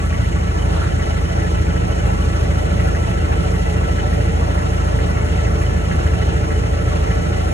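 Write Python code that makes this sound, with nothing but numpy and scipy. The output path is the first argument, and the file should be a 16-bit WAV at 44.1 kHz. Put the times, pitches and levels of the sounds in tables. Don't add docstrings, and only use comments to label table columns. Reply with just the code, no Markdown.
import sys
import numpy as np
from scipy import signal
from scipy.fft import rfft, irfft, next_fast_len
from scipy.io import wavfile
from scipy.ndimage import uniform_filter1d

SR = 44100
rng = np.random.default_rng(int(sys.argv[2]) if len(sys.argv) > 2 else 0)


def transcribe(u):
    v = np.clip(np.atleast_2d(u).T, -1, 1)
    q = np.round(v * 32767).astype(np.int16)
    wavfile.write(sys.argv[1], SR, q)


N = 332073
TIME = np.arange(N) / SR
CLEAR_DB = -4.5

# time in seconds, shaft turns a second.
SHAFT_SPEED = [(0.0, 13.43), (0.9, 13.486), (1.25, 13.485), (1.85, 13.466), (2.9, 13.493), (3.55, 13.488),
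               (4.4, 13.5), (5.15, 13.466), (5.75, 13.463), (6.55, 13.47), (7.53, 13.457)]
# frequency in Hz, share in step, share a quarter cycle ahead.
COHERENCE = [(50, -0.098, -0.34), (90, 0.042, 0.072), (171, -0.57, 0.28), (260, 0.0053, -0.083),
             (550, -0.22, 0.11), (900, -0.07, 0.054), (1400, 0.13, -0.6), (2300, -0.018, -0.36),
             (3500, 0, .3), (4400, -0.063, -.05), (5600, 0, .45), (7500, 0, -.45), (10500, 0, -.72),
             (12500, 0, 0)]


def gain_of(db):
    return 10 ** (np.asarray(db) / 20)


def unit_rms(x):
    return x / np.sqrt(np.mean(x ** 2) + 1e-20)


def spectrum_at(points, hz):
    freqs, *columns = np.transpose(points)
    return np.array([np.interp(np.log(hz + 1), np.log(freqs + 1), column) for column in columns])


def shaft_hz():
    return np.interp(TIME, *np.transpose(SHAFT_SPEED))


def drift(per_s):
    knots, span = np.arange(0, N / SR + 1, .01), max(1, round(50 / per_s))
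    smooth = uniform_filter1d(rng.standard_normal(len(knots)), span)
    return np.interp(TIME, knots, unit_rms(uniform_filter1d(smooth, span)))


def shadow_db(start_db=-10, clearing_s=1):
    return CLEAR_DB + (start_db - CLEAR_DB) * np.exp(-TIME / clearing_s)


def tone(hz, phase, mid_db, side_db):
    in_step, ahead = spectrum_at(COHERENCE, hz)
    lead = np.arctan2(ahead, in_step)
    return np.sqrt(2) * np.array([gain_of(mid_db) * np.cos(phase),
                                  gain_of(side_db) * np.cos(phase + lead)])


def ring(blows, modes, rise_s, side_db, colour_db):
    t = np.arange(SR // 5) / SR
    starts, levels_db = np.transpose(blows)
    onsets = np.clip((starts * SR).astype(int), 0, N - 1)
    chance, out = rng.standard_normal((len(starts), len(modes), 2)), 0
    for k, (hz, mode_db, t60) in enumerate(modes):
        force = gain_of(levels_db + colour_db * np.minimum(chance[:, k, 0], 1.6))
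        impulses = np.zeros(N, complex)
        np.add.at(impulses, onsets, force * np.exp(1j * chance[:, k, 1]))
        envelope = gain_of(mode_db - 60 * t / t60) * (1 - np.exp(-t / rise_s))
        out += signal.oaconvolve(impulses, envelope * np.exp(2j * np.pi * hz * t))[:N]
    return np.array([out.imag, -gain_of(side_db) * out.real])


def trim_chatter(turn, blows_per_s=120):
    # frequency in Hz, gain in dB, t60 in seconds.
    modes = [(660, -0.5, 0.13), (826, 1, 0.075), (890, -1.5, 0.076), (1136.4, -1.5, 0.086),
             (1377, 3, 0.046), (1491, 5.5, 0.027), (1730, -4.5, 0.11), (1983, 1, 0.071),
             (2210, -0.5, 0.051), (2389, -2.5, 0.047), (2618, -1.5, 0.042), (2770, -2.5, 0.06)]
    place, force = rng.random((round(blows_per_s * N / SR), 2)).T
    place = place * turn[-1]
    place -= .03957 * np.sin(4 * np.pi * (place - .2))
    blows = np.transpose([np.interp(place, turn, TIME), -52.5 + 5.9 * force])
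    return ring(blows, modes, rise_s=.0057, side_db=1, colour_db=12)


def clipboard(loudest_s=.8, fade_s=.19, low_hz=619, high_hz=1520, glide_s=.051):
    # start in seconds, level in dB.
    bumps = [(0.7736, -41), (0.8144, -35), (0.8854, -38)]
    # frequency in Hz, gain in dB, t60 in seconds.
    modes = [(895, 4, 0.013), (1368, 16.5, 0.053), (1490, -3, 0.034)]
    paper, friction = rng.standard_normal((2, 2, N)) * gain_of(3.5 * drift(60))
    rustle = signal.sosfilt(signal.butter(8, [900, 4400], "bandpass", fs=SR, output="sos"), paper)
    swish = signal.sosfilt(signal.butter(8, [5600, 10800], "bandpass", fs=SR, output="sos"), paper)
    since = TIME - loudest_s
    pull = gain_of(-20 * np.minimum((since / fade_s) ** 2, 10))
    centre_hz = low_hz + (high_hz - low_hz) * (1 + np.tanh(since / glide_s + .5)) / 2
    baseband = signal.sosfilt(signal.butter(3, 380, fs=SR, output="sos"), friction)
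    scrape = baseband * np.cos(2 * np.pi * np.cumsum(centre_hz) / SR)
    slide = sum(gain_of(db) * unit_rms(x) for x, db in [(rustle, -46), (swish, -52.5), (scrape, -34)])
    return ring(bumps, modes, rise_s=.003, side_db=-6, colour_db=1.5) + slide * pull


def belt_whines(turn):
    # frequency at mean speed in Hz, mid and side levels in dB, waver in Hz, flicker in dB.
    whines = [(70.3, -40, -62, 0.16, -3), (112, -32, -59, 0.13, 3.5), (220, -65, -60, 0.38, 5),
              (1323, -45, -41.5, 2.68, 2), (1464, -55.5, -52, 5.73, 2)]
    pace, out = shaft_hz() / np.mean(shaft_hz()), 0
    treble_db = .6 * (shadow_db() - CLEAR_DB) + 2.5 * np.cos(2 * np.pi * (turn - .1))
    for hz, mid_db, side_db, waver_hz, flicker_db in whines:
        cycles = np.cumsum(hz * pace + waver_hz * drift(8)) / SR + rng.random()
        swell_db = flicker_db * drift(18) + (hz > 1000) * treble_db
        out += tone(hz, 2 * np.pi * cycles, mid_db, side_db) * gain_of(swell_db)
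    return out


def valve_blows(turn, places, hard, modes, spread_db, side_db, rise_s):
    turns = np.arange(int(turn[-1]) + 1)[:, None]
    place, usual_db = np.transpose(places)
    chance = rng.standard_normal((len(turns), len(place), 2))
    starts = np.interp(turns + place + .0115 * chance[..., 0], turn, TIME).ravel()
    levels_db = (usual_db + spread_db * np.minimum(chance[..., 1], 1.1)).ravel()
    apart = abs(starts[:, None] - np.transpose(hard)[0]).min(1) > .01
    soft = np.transpose([starts, levels_db])[apart & (starts > 0)]
    usual = ring(soft, modes, rise_s, side_db, colour_db=2.2)
    accents = np.subtract(hard, [.003, 0])
    return usual + ring(accents, modes, rise_s, side_db, colour_db=.8)


def valve_ticks(turn):
    # place as a fraction of a turn, level in dB.
    places = [(.27, -65), (0.771, -50)]
    # peak time in seconds, level in dB.
    hard = [(0.1455, -36), (0.327, -38), (0.4778, -36), (0.591, -37), (0.624, -33), (0.9238, -39),
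            (1.036, -38), (1.1087, -35.5), (1.258, -39), (1.3314, -36), (1.5155, -41), (1.5524, -36),
            (1.705, -38), (1.7794, -36), (1.9256, -34), (2, -33), (2.2238, -35), (2.5955, -40),
            (4.001, -32), (5.668, -33.5), (5.855, -32.5), (6.0766, -35), (6.228, -33), (6.562, -35),
            (7.0439, -39), (7.1172, -36), (7.3422, -38)]
    # mode frequency in Hz, gain in dB, t60 in seconds.
    modes = [(2530, -13, 0.013), (2987, 7.5, 0.04), (3120, 2, 0.02)]
    return valve_blows(turn, places, hard, modes, spread_db=4.5, side_db=-7, rise_s=.002)


def valve_knocks(turn):
    # place as a fraction of a turn, level in dB.
    places = [(0.059, -43), (.27, -46.5), (.57, -44)]
    # peak time in seconds, level in dB.
    hard = [(0.129, -34), (1.0196, -33.5), (1.39, -36), (1.468, -37), (1.7644, -34), (2.801, -33),
            (2.9512, -32.5), (3.3214, -36), (3.5428, -34.5), (3.8393, -34), (3.987, -30.5), (4.13, -35),
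            (4.2098, -35), (4.58, -35), (4.99, -31.5), (5.174, -35), (5.471, -31), (5.9165, -30),
            (6.069, -32), (6.1384, -36), (6.216, -32), (6.366, -35), (6.508, -34), (6.525, -36),
            (6.8808, -36), (7.105, -32), (7.4894, -37)]
    # mode frequency in Hz, gain in dB, t60 in seconds.
    modes = [(1681, 2, 0.06), (1765, -2, 0.04), (1892, 3, 0.078), (2050, -2, 0.12), (2340, -19, 0.039)]
    return valve_blows(turn, places, hard, modes, spread_db=3, side_db=-2.5, rise_s=.00069)


def roar(turn, spectra, bands, mid_db, side_db):
    # frequency in Hz, width in Hz, gain in dB.
    panels = [(67, 18, 3.5), (94.4, 6.3, -3.5), (127, 7.4, 1.5), (138.7, 9.4, -15), (151, 39, 1.5),
              (204.6, 15, -2.5), (322, 30, 2.5), (368, 15, -6), (402, 20, -5), (428, 56, 3.5),
              (502, 30, -10), (598, 22, 9), (655, 31.4, -24.5), (672, 28, 11.5), (719, 19, -16),
              (749.3, 33.5, 12), (880, 40, -4.5), (1127, 24, -6.5), (1310, 93, 6), (1465, 44, 11),
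              (1615, 69, 4), (1910, 480, 7), (3006, 170, 8), (10430, 560, 6.5)]
    size = next_fast_len(N)
    hz = np.fft.rfftfreq(size, 1 / SR)
    firings = np.arange(int(2 * turn[-1]) + 3)
    common, drive = rng.standard_normal(len(firings)), 0
    for k, (centre_hz, throb_db, place, uneven_db, drift_db, shaded, lope_db, lope_at) in enumerate(bands):
        firing = 2 * (turn - place)
        strengths = .25 * common + .95 * rng.standard_normal(len(firings))
        swell_db = throb_db * (np.cos(2 * np.pi * firing) - .3 * np.cos(4 * np.pi * firing))
        swell_db += uneven_db * np.interp(firing + 1, firings, strengths) + drift_db * drift(6.6)
        swell_db += lope_db * np.cos(2 * np.pi * (turn - lope_at))
        flutter_db = 2.8 * np.exp(-((centre_hz - 500) / 300) ** 2)
        swell_db += flutter_db * np.cos(16 * np.pi * (turn - .08))
        noise = rng.standard_normal((2, N)) * gain_of(swell_db + shaded * shadow_db())
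        share = np.interp(np.log(hz + 1), np.log(np.transpose(bands)[0]), np.arange(len(bands)) == k)
        drive += np.sqrt(share) * rfft(noise, size)
    mid_drive, independent = drive
    in_step, ahead = spectrum_at(COHERENCE, hz)
    coherence = in_step + 1j * ahead
    side_drive = coherence * mid_drive + np.sqrt(np.clip(1 - abs(coherence) ** 2, 0, 1)) * independent
    panels_db = sum(db / (1 + (2 * (hz - centre) / width) ** 2) for centre, width, db in panels)
    mid = irfft(mid_drive * gain_of(spectrum_at(spectra[0], hz)[0] + panels_db), size)[:N]
    side = irfft(side_drive * gain_of(spectrum_at(spectra[1], hz)[0]), size)[:N]
    return np.array([gain_of(mid_db) * unit_rms(mid), gain_of(side_db) * unit_rms(side)])


def combustion_clatter(turn):
    # frequency in Hz, relative density in dB.
    spectra = ([(530, -42), (900, -0.5), (1050, -3), (1340, -3.5), (1580, -6.5), (2480, -3.5), (3030, -9),
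               (3500, -10), (4320, -11), (4870, -30), (5300, -15.5), (6490, -8.5), (10600, -22),
               (11500, -21), (12300, -54), (12600, -75), (22000, -120)], [(530, -33), (900, -5),
               (1240, -8.5), (1340, 0.5), (1530, -6.5), (1930, -8), (2770, -9.5), (4040, -21.5),
               (5500, -18.5), (6140, -21), (7170, -33), (9450, -29.5), (10400, -26), (12600, -30),
               (16000, -30), (22000, -33)])
    # band centre in Hz, throb in dB, its place in turns, unevenness in dB, drift in dB,
    # share of the shadow, once-a-turn lope in dB, its place in turns.
    bands = [(950, 1, .18, 1.4, 2.5, .4, 0, 0), (1120, 1, .18, 1.4, 2.5, .4, 0, 0),
             (1320, 0.5, 0.18, 1, 0.69, 0.38, 1.6, .1), (2310, 0.37, 0.11, 0.11, 0.72, 0.64, .1, .1),
             (3590, 1.1, 0.24, 1, 0.89, 0.21, .8, .22), (5800, 0.97, 0.18, 1, 0.55, 0.058, .1, .1),
             (7800, 1.1, 0.17, 1, 0.5, 0.08, .1, .1), (10300, 1.44, 0.17, 1.3, 0.6, 0.1, .1, .1)]
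    return roar(turn, spectra, bands, mid_db=-38, side_db=-33.5)


def combustion_rumble(turn):
    # frequency in Hz, relative density in dB.
    spectra = ([(10, -25), (20, -28), (38, -25), (45, -19), (52, -6.5), (82, -7), (129, -7), (183, -8.5),
               (235, -17.5), (376, -16), (437, -13.5), (572, -18.5), (748, -26.5), (946, -41),
               (1100, -36.5), (1430, -52), (2420, -120)], [(12, -52), (20, -22), (58, -16), (163, -4.5),
               (220, -9.5), (293, -4.5), (340, -9.5), (468, -1), (553, -5), (654, -1.5), (1100, -10),
               (1430, -41), (2420, -120)])
    # band centre in Hz, throb in dB, its place in turns, unevenness in dB, drift in dB,
    # share of the shadow, once-a-turn lope in dB, its place in turns.
    bands = [(70, .6, .1, .4, .3, .1, 0, 0), (200, .8, .2, .5, .3, .2, 0, 0),
             (450, 2.6, .22, .6, .3, .7, .3, .2), (650, 1, .17, 1.2, 2, .7, 2.6, .85),
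             (800, 1.3, .15, 1.4, 2.4, .6, 1.5, .85), (950, 1.3, .15, 1.4, 2.4, .6, 0, 0)]
    return roar(turn, spectra, bands, mid_db=-24, side_db=-28)


def firing_boom(turn, spread_db=.6, cab_rad=2.4, floor_hz=161, floor_width_hz=7, floor_lag_rad=5.5):
    # multiple of the shaft speed, mid and side levels in dB.
    orders = [(2.0, -41, -73), (4.0, -22.6, -48), (5.0, -31, -55), (6.0, -21.3, -44), (7.0, -47, -62),
              (8.0, -29.6, -43), (9.0, -35, -56), (10.0, -36, -48), (11.0, -44, -48), (12.0, -38, -38),
              (12.5, -44, -70), (13.0, -32.5, -40), (14.0, -40.5, -53), (15.0, -47, -62), (16.0, -43, -50),
              (17.0, -49, -53), (18.0, -48, -52), (20.0, -45, -47), (20.5, -49, -58), (21.5, -50, -66),
              (22.0, -49, -46), (22.5, -61, -49), (23.0, -51, -55), (24.0, -48, -53), (24.5, -49, -57),
              (25.0, -49, -59), (25.5, -61, -56), (26.0, -45, -56), (27.0, -62, -56), (28.0, -48, -45),
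              (29.0, -56, -53), (31.0, -48, -48), (32.0, -46, -59), (33.0, -49, -55), (34.0, -42, -48),
              (35.0, -54, -45), (36.0, -56, -46), (37.0, -61, -49), (38.0, -58, -44), (40.0, -49, -53),
              (41.0, -53, -53), (42.0, -47, -52), (42.5, -57, -51), (43.0, -53, -49), (44.0, -45, -50),
              (46.0, -64, -50), (48.5, -58, -56), (49.0, -60, -59), (50.0, -56, -49), (53.5, -58, -56),
              (54.0, -53, -51), (55.5, -55, -60), (56.0, -54, -52), (58.0, -63, -48), (59.0, -62, -66),
              (60.0, -60, -57), (60.5, -63, -52), (61.0, -58, -56)]
    mean_hz, out = np.mean(np.transpose(SHAFT_SPEED)[1]), 0
    firings = np.arange(int(2 * turn[-1]) + 2)
    uneven_db = spread_db * np.interp(2 * turn, firings, rng.standard_normal(len(firings)))
    for order, mid_db, side_db in orders:
        hz, high = order * mean_hz, order > 15
        lag = floor_lag_rad * (.5 + np.arctan((hz - floor_hz) / floor_width_hz) / np.pi)
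        scatter = 2 * np.pi * rng.random() + .018 * order * drift(1.5)
        phase = 2 * np.pi * order * turn + cab_rad - lag + high * scatter
        swell_db = (1 if high else .36) * drift(5) + 1.7 * (shadow_db() - CLEAR_DB) * (order > 30)
        out += tone(hz, phase, mid_db, side_db) * gain_of(swell_db + uneven_db)
    return out


def scene():
    turn = .311 + np.cumsum(shaft_hz()) / SR
    cab = firing_boom(turn) + belt_whines(turn) + trim_chatter(turn) + clipboard()
    cab += combustion_rumble(turn) + combustion_clatter(turn)
    cab += valve_knocks(turn) + valve_ticks(turn)
    mid, side = cab
    return np.array([mid + side, mid - side])


def record(dry, cutoff_hz=15750):
    lowpass = signal.firwin(1023, cutoff_hz, window=("kaiser", 9), fs=SR)
    return signal.oaconvolve(dry, lowpass[None], "same")


dry = scene()
out = record(dry)
transcribe(out)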